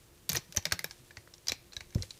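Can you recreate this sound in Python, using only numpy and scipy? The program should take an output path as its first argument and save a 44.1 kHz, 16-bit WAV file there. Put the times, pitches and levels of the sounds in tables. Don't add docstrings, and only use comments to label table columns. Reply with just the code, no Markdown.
import sys
import numpy as np
from scipy import signal
from scipy.fft import rfft, irfft
from scipy.io import wavfile
from scipy.ndimage import uniform_filter1d

SR = 44100
rng = np.random.default_rng(int(sys.argv[2]) if len(sys.argv) > 2 else 0)


def inscribe(sig):
    pcm = np.round(np.clip(np.atleast_2d(sig).T, -1, 1) * 32767)
    wavfile.write(sys.argv[1], SR, pcm.astype(np.int16))


def how_loud(loudness_db):
    steps = np.asarray(loudness_db, float) / 20
    return 10 ** steps


N = 96623


def unit(x):
    return x / np.max(np.abs(x))


def level(x, db):
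    return x * how_loud(db) / np.sqrt(np.mean(x ** 2))


def band(x, lo_hz, hi_hz):
    edges_hz = [lo_hz, min(hi_hz, 0.45 * SR)]
    return signal.sosfilt(signal.butter(2, edges_hz, "band", fs=SR, output="sos"), x)


def fade(t, t60):
    return np.exp(-np.log(1000) * t / t60)


def rise(t, rise_s):
    return 1 - np.exp(-t / rise_s)


def walk(rate_hz):
    k = int(SR / rate_hz)
    steps = np.repeat(rng.standard_normal(N // k + 1), k)
    sway = uniform_filter1d(uniform_filter1d(steps, k), k)[:N]
    return sway / sway.std()


def add(out, x, start_s):
    i = int(start_s * SR)
    out[i:i + len(x)] += x[:N - i]


def even(x):
    spectrum = rfft(x, 2 * len(x))
    return irfft(spectrum / uniform_filter1d(np.abs(spectrum), size=11))[:len(x)]


def hiss_and_rumble():
    # frequency in Hz, level in dB per Hz.
    floor = np.array([(15, -17), (25, -2), (126, 0.5), (240, -9.5), (509, -10), (804, -17), (945, -17),
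                      (2230, -21), (15500, -24.5)])
    hz = np.fft.rfftfreq(N, 1 / SR)
    colour = how_loud(np.interp(np.log(hz + 1), np.log(floor[:, 0]), floor[:, 1], left=-60))
    noise = level(irfft(rfft(rng.standard_normal(N)) * colour, N), -60.5)
    rumble = band(noise, 9.6, 470)
    return noise + rumble * (how_loud(1.5 * walk(24)) - 1)


def whine():
    centre_hz, width_hz = 348.7, 10.8
    narrow = band(rng.standard_normal(N), centre_hz - width_hz / 2, centre_hz + width_hz / 2)
    return level(narrow, -71)


def rustle():
    # time in seconds, level in dB.
    shuffle = [
        (0, -71),
        (.45, -67),
        (.9, -64),
        (1.3, -70),
        (1.601, -69),
        (1.88, -69.5),
        (2.0, -59),
        (2.19, -61),
    ]
    rub = level(band(rng.standard_normal(N) ** 3, 1900, 9400), 0) * how_loud(2 * walk(65))
    return rub * how_loud(np.interp(np.arange(N) / SR, *np.array(shuffle).T))


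def room(x):
    t = np.arange(SR // 3) / SR
    top_hz = 6500
    tail = 0
    for db, t60_s in [(-24, 0.35), (-21.5, 0.28)]:
        noise = rng.standard_normal(len(t))
        dulled = band(noise, 200, top_hz) + how_loud(-4) * band(noise, top_hz, 21000)
        part = dulled * rise(t, 0.0012) * fade(t, t60_s)
        tail = tail + how_loud(db) * part / np.linalg.norm(part)
    return signal.fftconvolve(x, tail)[:N]


def table_and_body():
    # start in seconds, peak in dB,
    # pitch in Hz, t60 in seconds.
    thumps = [(0.296, -34, 164, 0.051), (0.322, -36, 113, 0.037), (.336, -35, 118, 0.059),
              (0.359, -37, 103, 0.046), (0.383, -38.5, 132, 0.022), (.547, -46.5, 590, 0.056),
              (.571, -41, 568, 0.028), (0.653, -39, 596, 0.034), (.721, -39, 584, 0.024),
              (.843, -35.5, 486, 0.0096), (1.275, -52.5, 520, 0.012), (1.519, -33, 490, 0.0083),
              (1.52, -37.5, 247, 0.016), (.293, -47.5, 515, 0.018), (0.367, -38.5, 350, 0.036),
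              (0.571, -29.5, 90, 0.051), (.574, -37, 191, 0.032), (0.723, -32.5, 89, 0.048),
              (.735, -44.5, 174, 0.14), (.795, -50, 159, 0.055), (0.844, -46.5, 156, 0.078),
              (.995, -51.5, 126, 0.11), (1.173, -46.5, 94, 0.035), (1.491, -46, 87.8, 0.23),
              (1.519, -42.5, 87.7, 0.073), (1.77, -43.5, 69.6, 0.028), (1.812, -46.5, 85, 0.044),
              (1.9551, -19, 97.5, 0.026), (1.9562, -28.5, 161, .018), (1.985, -43.5, 195, 0.022),
              (2.029, -42, 89, 0.029), (2.05, -49.5, 96, 0.045), (1.973, -38.5, 360, 0.023),
              (1.979, -35, 79, 0.071), (2, -31, 79.5, 0.05), (2.031, -47, 508, 0.037),
              (1.954, -41, 540, 0.04), (0.657, -43, 160, 0.15), (0.5706, -36.5, 357, 0.021),
              (.488, -50, 162, 0.07), (1.974, -35.5, 110, 0.036), (.362, -41, 526, 0.024),
              (1.998, -52, 480, 0.14)]
    sag, sag_s = 0.29, 0.0035
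    out, t = np.zeros(N), np.arange(SR // 4) / SR
    for start, db, hz, t60 in thumps:
        grit = unit(band(rng.standard_normal(len(t)), 110, 428))
        low = hz < 300
        turns = hz * (t + low * sag * sag_s * rise(t, sag_s))
        body = (np.sin(2 * np.pi * turns) + how_loud(-20.5) * 3 * grit) * fade(t, t60)
        overtone = how_loud(-10) * np.sin(2 * np.pi * 1.6 * turns) * fade(t, t60 / 2)
        thump = (body + low * overtone) * rise(t, 0.005) ** (1 + low)
        add(out, how_loud(db) * unit(thump), start)
    return band(out, 30, 4400)


def clear_notes():
    # start in seconds, peak in dB, pitch in Hz, t60 in seconds.
    clear = [(0.5692, -37.5, 5870, 0.086), (.5709, -15, 5940, 0.0072), (0.571, -17.5, 6500, .006),
             (0.57, -30.5, 3093, 0.023), (.6538, -24.5, 3750, 0.012), (0.6548, -27.5, 4940, 0.0045),
             (.7225, -30.5, 3670, 0.012), (0.7233, -25, 4660, 0.0056), (.7915, -41, 3760, 0.0062),
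             (.843, -30, 2390, 0.013), (.843, -32.5, 3800, 0.015), (1.1705, -43, 1920, 0.033),
             (2.0235, -35, 4100, 0.014), (1.483, -23, 4880, 0.015), (0.368, -57, 5860, 0.046),
             (.349, -35, 4350, 0.034), (.6538, -24.5, 2200, 0.011), (0.7237, -24.5, 2258, 0.006),
             (0.7211, -25, 1590, 0.017), (0.7226, -31, 1276, 0.041), (.7922, -30, 2040, 0.017),
             (0.843, -31, 1670, 0.017), (1.1075, -43.5, 1734, 0.027), (1.274, -53.5, 1010, 0.016),
             (1.2751, -48.5, 1400, 0.0073), (1.2737, -53.5, 1900, 0.015), (1.5195, -24, 2320, 0.0058),
             (1.7222, -43.5, 4090, 0.014), (1.7657, -40.5, 1660, 0.036), (1.7669, -27, 3930, 0.013),
             (1.806, -40, 2230, 0.019), (2.031, -44, 2060, 0.023), (2.1073, -32, 4030, 0.012),
             (1.494, -27.5, 3960, 0.034), (1.496, -27, 5340, 0.011)]
    out, t = np.zeros(N), np.arange(SR // 8) / SR
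    for start, db, hz, t60 in clear:
        rough = unit(band(rng.standard_normal(len(t)), 0.985 * hz, 1.032 * hz))
        tone = np.sin(2 * np.pi * hz * t) + 3 * 0.13 * rough
        add(out, how_loud(db) * unit(tone * fade(t, t60) * rise(t, 0.00035) ** 2), start)
    return out


def ring(t, modes):
    scatter_db, detune = 2.5, 0.04
    total = np.zeros(len(t))
    for hz, db, t60 in modes:
        a, b = rng.standard_normal(2)
        total += how_loud(db + scatter_db * a) * np.sin(2 * np.pi * hz * (1 + detune * b) * t) * fade(t, t60)
    return total


def peg_ring(t, peg_hz):
    # frequency in Hz, level in dB, t60 in seconds.
    pegs = [(3155, -11, .008), (3750, -6, .01), (4300, -4, .01), (4900, -4, .01), (5400, -4, .01),
            (5870, -4, .014), (6300, -5, .01), (7000, -7, .008)]
    struck = how_loud(4) * np.sin(2 * np.pi * peg_hz * t) * fade(t, 0.011)
    return band(struck + ring(t, pegs), 3410, 7310)


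def frame_ring(t):
    # frequency in Hz, level in dB, t60 in seconds.
    frame_modes = [(950, -22, .015), (1303, -14, .02), (1600, -5, .026), (1780, -2, .026), (2000, 0, .028),
                   (2280, 0, .028), (2500, -4, .02)]
    return band(ring(t, frame_modes) * fade(t, 0.17), 1370, 6000)


def air_crack(t):
    dying = fade(t, 0.0023)
    hiss = unit(band(rng.standard_normal(len(t)) * dying, 7000, 14140))
    return hiss + 0.3 * np.sin(2 * np.pi * 14200 * t) * dying


def rattle(t, peg_hz, peg_gain, frame_gain, air_gain):
    # low edge in Hz, high edge in Hz.
    rattle_bands = [
        (3400, 7200),
        (1600, 2550),
        (7200, 14500),
        (400, 1400),
    ]
    noise = rng.standard_normal(len(t))
    pegs, frame, air, body = [unit(band(noise, *edges_hz)) for edges_hz in rattle_bands]
    own = unit(band(rng.standard_normal(len(t)), 0.95 * peg_hz, 1.05 * peg_hz))
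    mix = peg_gain * (pegs + how_loud(-32) * own)
    mix = mix + frame_gain * (frame + how_loud(1.5) * body)
    mix = mix + air_gain * how_loud(-2) * air * fade(t, 0.3)
    return how_loud(-5) * mix * fade(t, 0.078) * rise(t, 0.00051)


def knocks(events, flurry_s):
    out, t = np.zeros(N), np.arange(4096) / SR
    u = t[:512] / flurry_s
    for start, db, peg_hz, frame_db, air_db in events:
        hiss = rng.standard_normal(512)
        flurry = hiss * np.abs(hiss) * u ** 0.93 * np.exp(-u ** 1.58)
        crack = flurry * np.exp(-u ** 2 / 2)
        gains = how_loud(db + np.array([0, frame_db + 5.5, air_db + 3]))
        blows = (flurry, flurry, crack)
        rings = (peg_ring(t, peg_hz), frame_ring(t), air_crack(t))
        for gain, blow, part in zip(gains, blows, rings):
            add(out, gain * unit(signal.fftconvolve(even(blow), part)), start)
        add(out, rattle(t, peg_hz, *gains), start)
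    return out


def hook_taps():
    # start in seconds, peak in dB, peg ring in Hz, frame share in dB, air share in dB.
    taps = [(1.1083, -45.5, 3800, -6.5, -12), (1.1695, -35.5, 4640, -7.5, -51),
            (1.2745, -59, 4130, -2, -54), (1.3379, -37, 5500, -21.5, -44), (1.3803, -46, 5800, -26, -21),
            (1.7218, -51, 4400, -7, -27), (1.7303, -44, 5330, -9, -37), (1.733, -35.5, 4270, -15.5, -37),
            (1.7653, -29, 5730, -14.5, -17), (1.8055, -38, 4400, -4.5, -22),
            (1.8077, -35.5, 4460, -15, -16), (1.9051, -47.5, 5950, -16, -31),
            (1.925, -53.5, 3940, -2.5, -22), (1.9475, -33, 5300, -16.5, -8.5),
            (1.9813, -47, 5740, -4.5, -17), (2.0226, -25.5, 5500, -59, -48), (2.0305, -42, 4080, -6, -1),
            (2.106, -32.5, 4460, -19, -29)]
    return knocks(taps, 0.0012)


def band_snaps():
    # start in seconds, peak in dB, peg ring in Hz, frame share in dB, air share in dB.
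    snaps = [(0.5237, -33, 6060, -15.5, -7.5), (0.5472, -44.5, 6000, -7, -1), (.5622, -36, 5840, -6.5, -4),
             (0.5637, -29, 6000, -10, -1.5), (0.5703, -24, 7200, -15, -1.5),
             (.574, -22.5, 5900, -10.5, -18), (0.6248, -42, 5510, -12, -7), (0.6532, -17.5, 5200, -15, -13),
             (0.6664, -38.5, 5870, -0.5, -4), (0.7108, -38, 4370, -5, -26), (0.7204, -17, 6330, -10.5, -15),
             (.7225, -17, 5420, -16.5, -4.5), (0.7246, -22.5, 5500, -15, -6),
             (0.7914, -26.5, 4900, -13, -3), (0.8072, -51, 4100, 0.5, -4), (0.8424, -23, 5440, -13, -3),
             (0.8982, -50, 4900, -11, -29), (0.9092, -30.5, 5320, -16.5, -52),
             (1.4699, -29, 4800, -15.5, -14), (1.4815, -30, 5950, -20, -14),
             (1.4831, -18.5, 5600, -24.5, -12.5), (1.4855, -26, 5100, -17, -14),
             (1.4907, -31.5, 5850, -7, -8), (1.4951, -25, 3870, -21, -11), (1.498, -32, 5600, -9.5, -17),
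             (1.5187, -23.5, 5670, -12.5, -9.5), (1.5194, -21.5, 4200, -17.5, -13.5)]
    return knocks(snaps, 0.0012)


def band_rip():
    # start in seconds, peak in dB, peg ring in Hz, frame share in dB, air share in dB.
    rip = [(0.2912, -32.5, 7400, -21, -15), (0.2921, -23, 4490, -16.5, 5), (0.2945, -30.5, 6500, -11.5, -5),
           (0.2973, -18.5, 6560, -18.5, -31), (0.3019, -27.5, 5830, -14, -29), (0.3175, -24, 6380, -14, -5),
           (.319, -28.5, 6200, -25, -24), (0.3309, -23.5, 5940, -14, 0), (0.3477, -26.5, 6800, -11.5, -6),
           (.3515, -27.5, 4250, -2, -15), (0.3566, -25.5, 6350, -15, 2), (0.3635, -20, 4000, -25, -13),
           (.366, -30, 4900, -11, -13), (0.3693, -17.5, 5900, -15.5, -19), (.372, -36.5, 5800, -14, -0.5)]
    return knocks(rip, 0.00088)


def scene():
    loom = band_rip() + band_snaps() + hook_taps() + clear_notes()
    background = hiss_and_rumble() + whine() + rustle()
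    return (loom + room(loom) + table_and_body() + background)[None]


def band_limit(x):
    return signal.sosfilt(signal.butter(12, 16490, fs=SR, output="sos"), x)


def record(dry):
    cut = signal.sosfilt(signal.cheby1(10, 0.3, 15300, fs=SR, output="sos"), dry)
    return band_limit(cut)


dry = scene()
out = record(dry)
inscribe(out)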